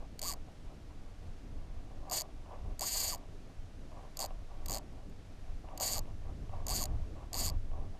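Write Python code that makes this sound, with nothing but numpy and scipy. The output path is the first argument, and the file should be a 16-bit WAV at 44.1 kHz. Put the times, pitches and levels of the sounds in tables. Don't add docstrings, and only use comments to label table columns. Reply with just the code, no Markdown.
import sys
import numpy as np
from scipy import signal
from scipy.fft import rfft, irfft, next_fast_len
from scipy.io import wavfile
from scipy.ndimage import uniform_filter1d, map_coordinates

SR = 44100
rng = np.random.default_rng(int(sys.argv[2]) if len(sys.argv) > 2 else 0)


def rack_gain(trim_db):
    fader = np.asarray(trim_db, float)
    return 10 ** (fader / 20)


def to_wav(s):
    ch = np.atleast_2d(s).T
    pcm = np.round(np.clip(ch, -1, 1) * 32767)
    wavfile.write(sys.argv[1], SR, pcm.astype(np.int16))


N = 352359

# (time [s], speed [teeth/s])
SPOOL_SPEED = [
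    [(0.1935, 13.5), (0.2175, 69.8), (0.2351, 133.7), (0.2619, 185.2), (0.2922, 167.8), (0.319, 121.5),
     (0.3366, 72.4)],
    [(2.0987, 21.2), (2.1135, 114.1), (2.129, 257.6), (2.1527, 376.6), (2.1795, 378.5), (2.2031, 166.8),
     (2.2187, 95.6)],
    [(2.7948, 24.8), (2.81, 106.7), (2.831, 177.0), (2.8599, 242.1), (2.8955, 221.1), (2.9359, 239.5),
     (2.9789, 406.5), (3.0219, 384.9), (3.0624, 291.1), (3.098, 199.8), (3.1269, 163.5), (3.1479, 107.3)],
    [(4.1719, 21.1), (4.1927, 74.6), (4.2125, 135.3), (4.2407, 135.7), (4.2604, 77.7)],
    [(4.661, 10.7), (4.6848, 73.0), (4.7044, 89.6), (4.7343, 112.7), (4.7642, 119.9), (4.7838, 74.7)],
    [(5.7772, -1.0), (5.8013, 84.0), (5.8236, 235.3), (5.8569, 308.0), (5.8966, 246.8), (5.9363, 192.3),
     (5.9697, 165.4), (5.992, 76.1)],
    [(6.6676, 28.7), (6.6839, 93.3), (6.7041, 142.8), (6.7342, 202.8), (6.77, 221.7), (6.8059, 185.8),
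     (6.836, 95.5), (6.8561, 31.0)],
    [(7.3322, 64.7), (7.3436, 110.7), (7.3667, 164.3), (7.4018, 223.7), (7.4415, 220.3), (7.4766, 148.1),
     (7.4997, 88.8)],
]
# (snap level [dB], first tooth against the rest [dB], braid whine against the friction [dB])
RUN_LEVELS = [(-26, -4, -4.5), (-25.5, -6, -8.5), (-25, -4, -6.5), (-26.5, -2.5, -15), (-26, 0, -40),
              (-24.5, -2.5, -13), (-25, -1.5, -9), (-25, -0.5, -9.5)]
# (time [s], level [dB])
SPRING_TICKS = [(3.1572, -36), (3.1794, -51), (4.9266, -59), (5.0978, -55)]
# (frequency [Hz], bandwidth [Hz], level [dB])
METAL_MODES = [(1755, 206, -21), (2090, 162, -21), (2837, 372, -11.5), (3220, 422, -9), (4156, 344, -8.5),
               (4386, 190, -7.5), (4708, 148, -6), (4970, 270, -7), (6100, 540, -6.5), (6610, 256, -4),
               (7080, 283, -2), (8080, 420, -11), (8080, 436, -3), (8740, 320, -8.5), (9200, 4500, -8),
               (11540, 410, -8), (12500, 310, -7.5), (14220, 350, -6.5)]
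# (frequency [Hz], swing either way [dB], weakest at [tooth])
SPOOL_AIM = [(5000, 1.5, 7), (6300, 4.5, 4.5), (7100, 3.5, 4.5), (7800, 3.5, 6.5), (8900, 3, 6.5),
             (12800, 3, 3.5)]
# (frequency [Hz], bandwidth [Hz], level [dB])
ROD_MODES = [(443, 480, -8.5), (614, 89, 4.5), (756.5, 75, 3), (984, 102, -1), (1136, 69, 1),
             (1760, 1750, -14), (2850, 400, -2)]
# (start [s], length [s], level [dB], change over the stroke [dB])
LINE_STROKES = [(0, .06, -53, -11), (0.229, 0.12, -48, -4.5), (0.487, 0.01, -59, -16),
                (0.908, .012, -58, -11), (1.56, 0.33, -66.5, 0), (2.024, 0.053, -61, 11),
                (2.121, 0.17, -41.5, -19.5), (2.485, 0.22, -63, -1.5), (2.814, .13, -45, -15.5),
                (2.949, 0.21, -51.5, 2.5), (3.207, 0.027, -68.5, 9), (3.924, 0.07, -55.5, 0),
                (4.036, .015, -54.5, 0.5), (4.195, 0.055, -46, 2), (4.31, .012, -59, -3),
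                (4.502, 0.065, -58.5, -1.5), (4.692, 0.088, -49, 3), (5.651, 0.11, -56.5, 3.5),
                (5.811, 0.043, -38.5, -11), (5.867, 0.12, -49.5, 1.5), (6.078, 0.023, -58.5, 0),
                (6.535, 0.075, -48.5, -7), (6.679, .18, -46.5, -3), (6.598, .06, -57.5, -4),
                (6.887, 0.22, -56.5, -12), (7.162, 0.067, -58.5, 4.5), (7.341, 0.18, -47.5, -4),
                (7.737, .12, -54.5, -4), (7.959, 0.011, -55.5, -9)]
# (time [s], level [dB])
LINE_CATCHES = [(0.483, -40), (0.901, -45), (2.46, -36.5), (3.917, -38), (4.306, -31.5), (5.642, -46),
                (5.687, -30), (6.055, -39), (6.493, -36), (6.539, -53), (7.715, -36)]
# (time [s], level [dB])
WIND_STRENGTH = [(0.0, -37), (0.06, -45.5), (1.11, -46), (1.82, -41.5), (2.31, -48), (2.69, -41),
                 (2.76, -47), (4.56, -47.5), (4.65, -42.5), (4.83, -45.5), (5.85, -44.5), (5.94, -39.5),
                 (6.63, -37.5), (6.96, -32.5), (7.32, -44.5), (7.39, -39.5), (7.92, -37.5), (7.99, -55)]
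# (time [s], half-length [s], rise [dB])
WIND_GUSTS = [(0.32, 0.016, -5), (1.291, 0.014, 9), (1.545, 0.038, 2.5), (2.708, 0.048, 8),
              (2.992, 0.063, 3), (4.41, 0.077, 8.5), (4.742, .07, 2.5), (5.086, .08, 2), (5.5, 0.12, 2.5),
              (5.943, 0.047, 5), (6.306, 0.042, 8), (7.03, 0.041, -1), (7.41, 0.063, 5),
              (7.547, 0.046, 9.5), (7.79, 0.056, 2)]
# (frequency [Hz], density [dB])
BUFFET_COLOUR = [(8.8, -20), (15, 6), (29, -5), (62, -11.5), (95, -12), (140, -30), (180, -30.5),
                 (310, -120)]
# (frequency [Hz], density [dB])
FLUTTER_COLOUR = [(74, -48), (125, 0.5), (209, -4), (290, -3.5), (355, -9), (500, -14), (650, -16.5),
                  (1100, -120)]
# (frequency [Hz], density [dB])
HISS_COLOUR = [(240, -29), (400, -3.5), (569, -8.5), (683, -4.5), (1050, -14.5), (1300, -12.5), (6280, -22),
               (8800, -28.5), (9950, -30), (13300, -35.5), (15500, -83)]
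# (frequency [Hz], rms level [dB])
ELECTRICAL_TONE = (9652, -94)

TEETH_PER_TURN = 13
LAST_TOOTH_DB, UNEVEN_DB = -3, .7
RING_DB, RATTLE_DB = 11.5, 0.5
MODE_SCATTER_DB = 1.9
WEAVE_PER_TOOTH = 6.7
KNOCK_DB = 23.5
RISE_DB_PER_S, FALL_DB_PER_S = 614, 354
IDLE_DB, IDLE_SWING_DB = -71.5, 6
FLUTTER_DB, FLUTTER_FOLLOWS = -57.5, 0.47
HISS_DB = -64


def unit(x):
    return x / np.sqrt(np.mean(x ** 2) + 1e-20)


def curve(rows):
    s, value = np.transpose(rows)
    return np.interp(np.arange(N) / SR, s, value)


def wobble(rate):
    knots = rng.standard_normal(int(N * 400 / SR) + 4)
    return map_coordinates(knots, [np.arange(N) * rate / SR])


def filtered(x, response):
    m = next_fast_len(N + SR // 2)
    return irfft(rfft(x, m) * response(np.fft.rfftfreq(m, 1 / SR)), m)[..., :N]


def noise(spectrum):
    f, db = np.transpose(spectrum)
    colour = lambda hz: rack_gain(np.interp(np.log(hz + 1), np.log(f + 1), db))
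    return unit(filtered(rng.standard_normal(N), colour))


def modes(table):
    centre, width, db = np.transpose(table)[:, :, None]
    sign = (-1.) ** np.arange(len(table))[:, None]
    return lambda f: sign * rack_gain(db) * 1j * f * width / (centre * centre - f * f + 1j * f * width)


def spool():
    t = np.arange(N) / SR
    speed, moments, sizes = np.zeros(N), [], []
    for run, (snap_db, first_db, _) in zip(SPOOL_SPEED, RUN_LEVELS):
        s, rate = np.transpose(run)
        run_speed = np.interp(t, s, np.maximum(rate, 1), 0, 0)
        teeth = np.cumsum(run_speed) / SR
        turning = run_speed > 0
        tooth = np.arange(round(teeth[-1]) + 1)
        moments += list(np.interp(tooth, teeth[turning], t[turning]))
        sizes += list(snap_db + first_db * (tooth == 0) + LAST_TOOTH_DB * (tooth == tooth[-1]))
        speed += run_speed
    return speed, np.array(moments), np.array(sizes) + UNEVEN_DB * rng.standard_normal(len(sizes))


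def pawl(moments, snap_db):
    t = np.arange(SR // 64) / SR
    tick_s, tick_db = np.transpose(SPRING_TICKS)
    db = np.r_[snap_db, tick_db]
    onset = np.r_[moments - .0017, tick_s - .001]
    tooth = np.arange(len(onset))[:, None]
    samples = (np.round(onset * SR).astype(int)[:, None] + np.arange(len(t))).ravel()

    def place(rows):
        return np.bincount(samples, (rack_gain(db)[:, None] * rows).ravel(), N)[:N]

    contact = (1 - np.exp(-t / .0008)) ** 4
    shared = rng.standard_normal(len(t))
    own = 1.1 * rng.standard_normal((len(onset), len(t)))
    grit = contact * rack_gain(-60 * t / 0.013) * (shared + own)

    luck = rng.standard_normal((len(METAL_MODES), 3, len(onset), 1))
    turn_hz, *aim = np.transpose(SPOOL_AIM)
    ring, rattle = 0, []
    for (hz, width, level_db), (pitch, slip, strength) in zip(METAL_MODES, luck):
        swing_db, weakest = (np.interp(hz, turn_hz, column) for column in aim)
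        facing = rack_gain(-swing_db * np.cos(2 * np.pi * (tooth - weakest) / TEETH_PER_TURN))
        phase = 2 * np.pi * (hz * (1 + .004 * pitch) * t + .09 * slip)
        level = rack_gain(level_db + MODE_SCATTER_DB * strength)
        ring = ring + facing * level * np.exp(-np.pi * width * t) * np.sin(phase)
        rattle.append(place(facing * grit))

    clean = place(contact * rack_gain(-60 * t / 0.018) * ring)
    gritty = np.sum(filtered(np.array(rattle), modes(METAL_MODES)), axis=0)
    snap = rack_gain(RING_DB) * clean + rack_gain(RATTLE_DB) * gritty
    bounce = rack_gain(-12) * np.roll(snap, round(0.0026 * SR))
    return snap + bounce


def strokes():
    t = np.arange(0, N, 32) / SR
    s, length, db, change_db = np.transpose(LINE_STROKES)[:, :, None]
    drift_db = change_db * np.clip((t - s) / length, 0, 1)
    edge_db = RISE_DB_PER_S * np.maximum(s - t, 0) + FALL_DB_PER_S * np.maximum(t - s - length, 0)
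    coarse_power = np.sum(rack_gain(db + drift_db - edge_db) ** 2, axis=0)
    power = np.interp(np.arange(N) / SR, t, coarse_power)
    idle = rack_gain(IDLE_DB + IDLE_SWING_DB * wobble(13))
    return np.sqrt(power + idle ** 2)


def line(speed):
    grit = rack_gain(2 * wobble(150)) * rng.standard_normal(N)
    grit = filtered(unit(grit), lambda hz: 1 / (1 + (hz / 1500) ** 4))

    slide = np.roll(uniform_filter1d(speed, size=800), round(0.00394 * SR))
    whine_hz = WEAVE_PER_TOOTH * slide * (1 + .022 * wobble(110))
    weave = np.sin(2 * np.pi * np.cumsum(whine_hz) / SR)
    weave = weave / (1 + (slide / 195) ** 6)
    whine_db = curve([(np.mean(run, axis=0)[0], db) for run, (*_, db) in zip(SPOOL_SPEED, RUN_LEVELS)])
    drive = np.clip(slide / 170, 0, 1) ** 1.5
    shake = grit + drive * rack_gain(whine_db + 2.5 * wobble(50)) * weave

    rubbing = np.sum(filtered(shake, modes(ROD_MODES)), axis=0)
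    rubbing /= np.sqrt(np.abs(uniform_filter1d(rubbing ** 2, size=SR // 8)) + 1e-20)
    return strokes() * rubbing + catches()


def catches():
    s, db = np.transpose(LINE_CATCHES)
    knocks = np.bincount(np.round(s * SR).astype(int), rack_gain(db + KNOCK_DB), N)
    soft_rod = lambda hz: np.sum(modes(ROD_MODES)(hz), axis=0) / (1 + 1j * hz / 1500) ** 2
    return filtered(knocks, soft_rod)


def wind():
    t = np.arange(N) / SR
    gusts_db = sum(db * np.exp(-((t - s) / half) ** 2) for s, half, db in WIND_GUSTS)
    strength_db = curve(WIND_STRENGTH) + gusts_db
    buffet = rack_gain(strength_db + 1.95 * wobble(13)) * noise(BUFFET_COLOUR)
    flutter_db = FLUTTER_DB + FLUTTER_FOLLOWS * (strength_db - strength_db.mean())
    flutter = rack_gain(flutter_db + 1.73 * wobble(20) + 1.72 * wobble(7)) * noise(FLUTTER_COLOUR)
    return buffet + flutter


def far_hiss():
    return rack_gain(HISS_DB + wobble(4.38) / 2) * noise(HISS_COLOUR)


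def electrical_tone():
    hz, db = ELECTRICAL_TONE
    return rack_gain(db) * np.sqrt(2) * np.sin(2 * np.pi * hz * np.arange(N) / SR)


def scene():
    speed, moments, snap_db = spool()
    reel = pawl(moments, snap_db)
    return (reel + line(speed) + wind() + far_hiss() + electrical_tone())[None]


def roll_off(x):
    return signal.sosfilt(signal.butter(12, 15690, fs=SR, output="sos"), x)


def record(dry):
    heard = filtered(dry, lambda hz: rack_gain(-14 * np.clip((hz - 14200) / 900, 0, 1)))
    return roll_off(heard)


dry = scene()
out = record(dry)
to_wav(out)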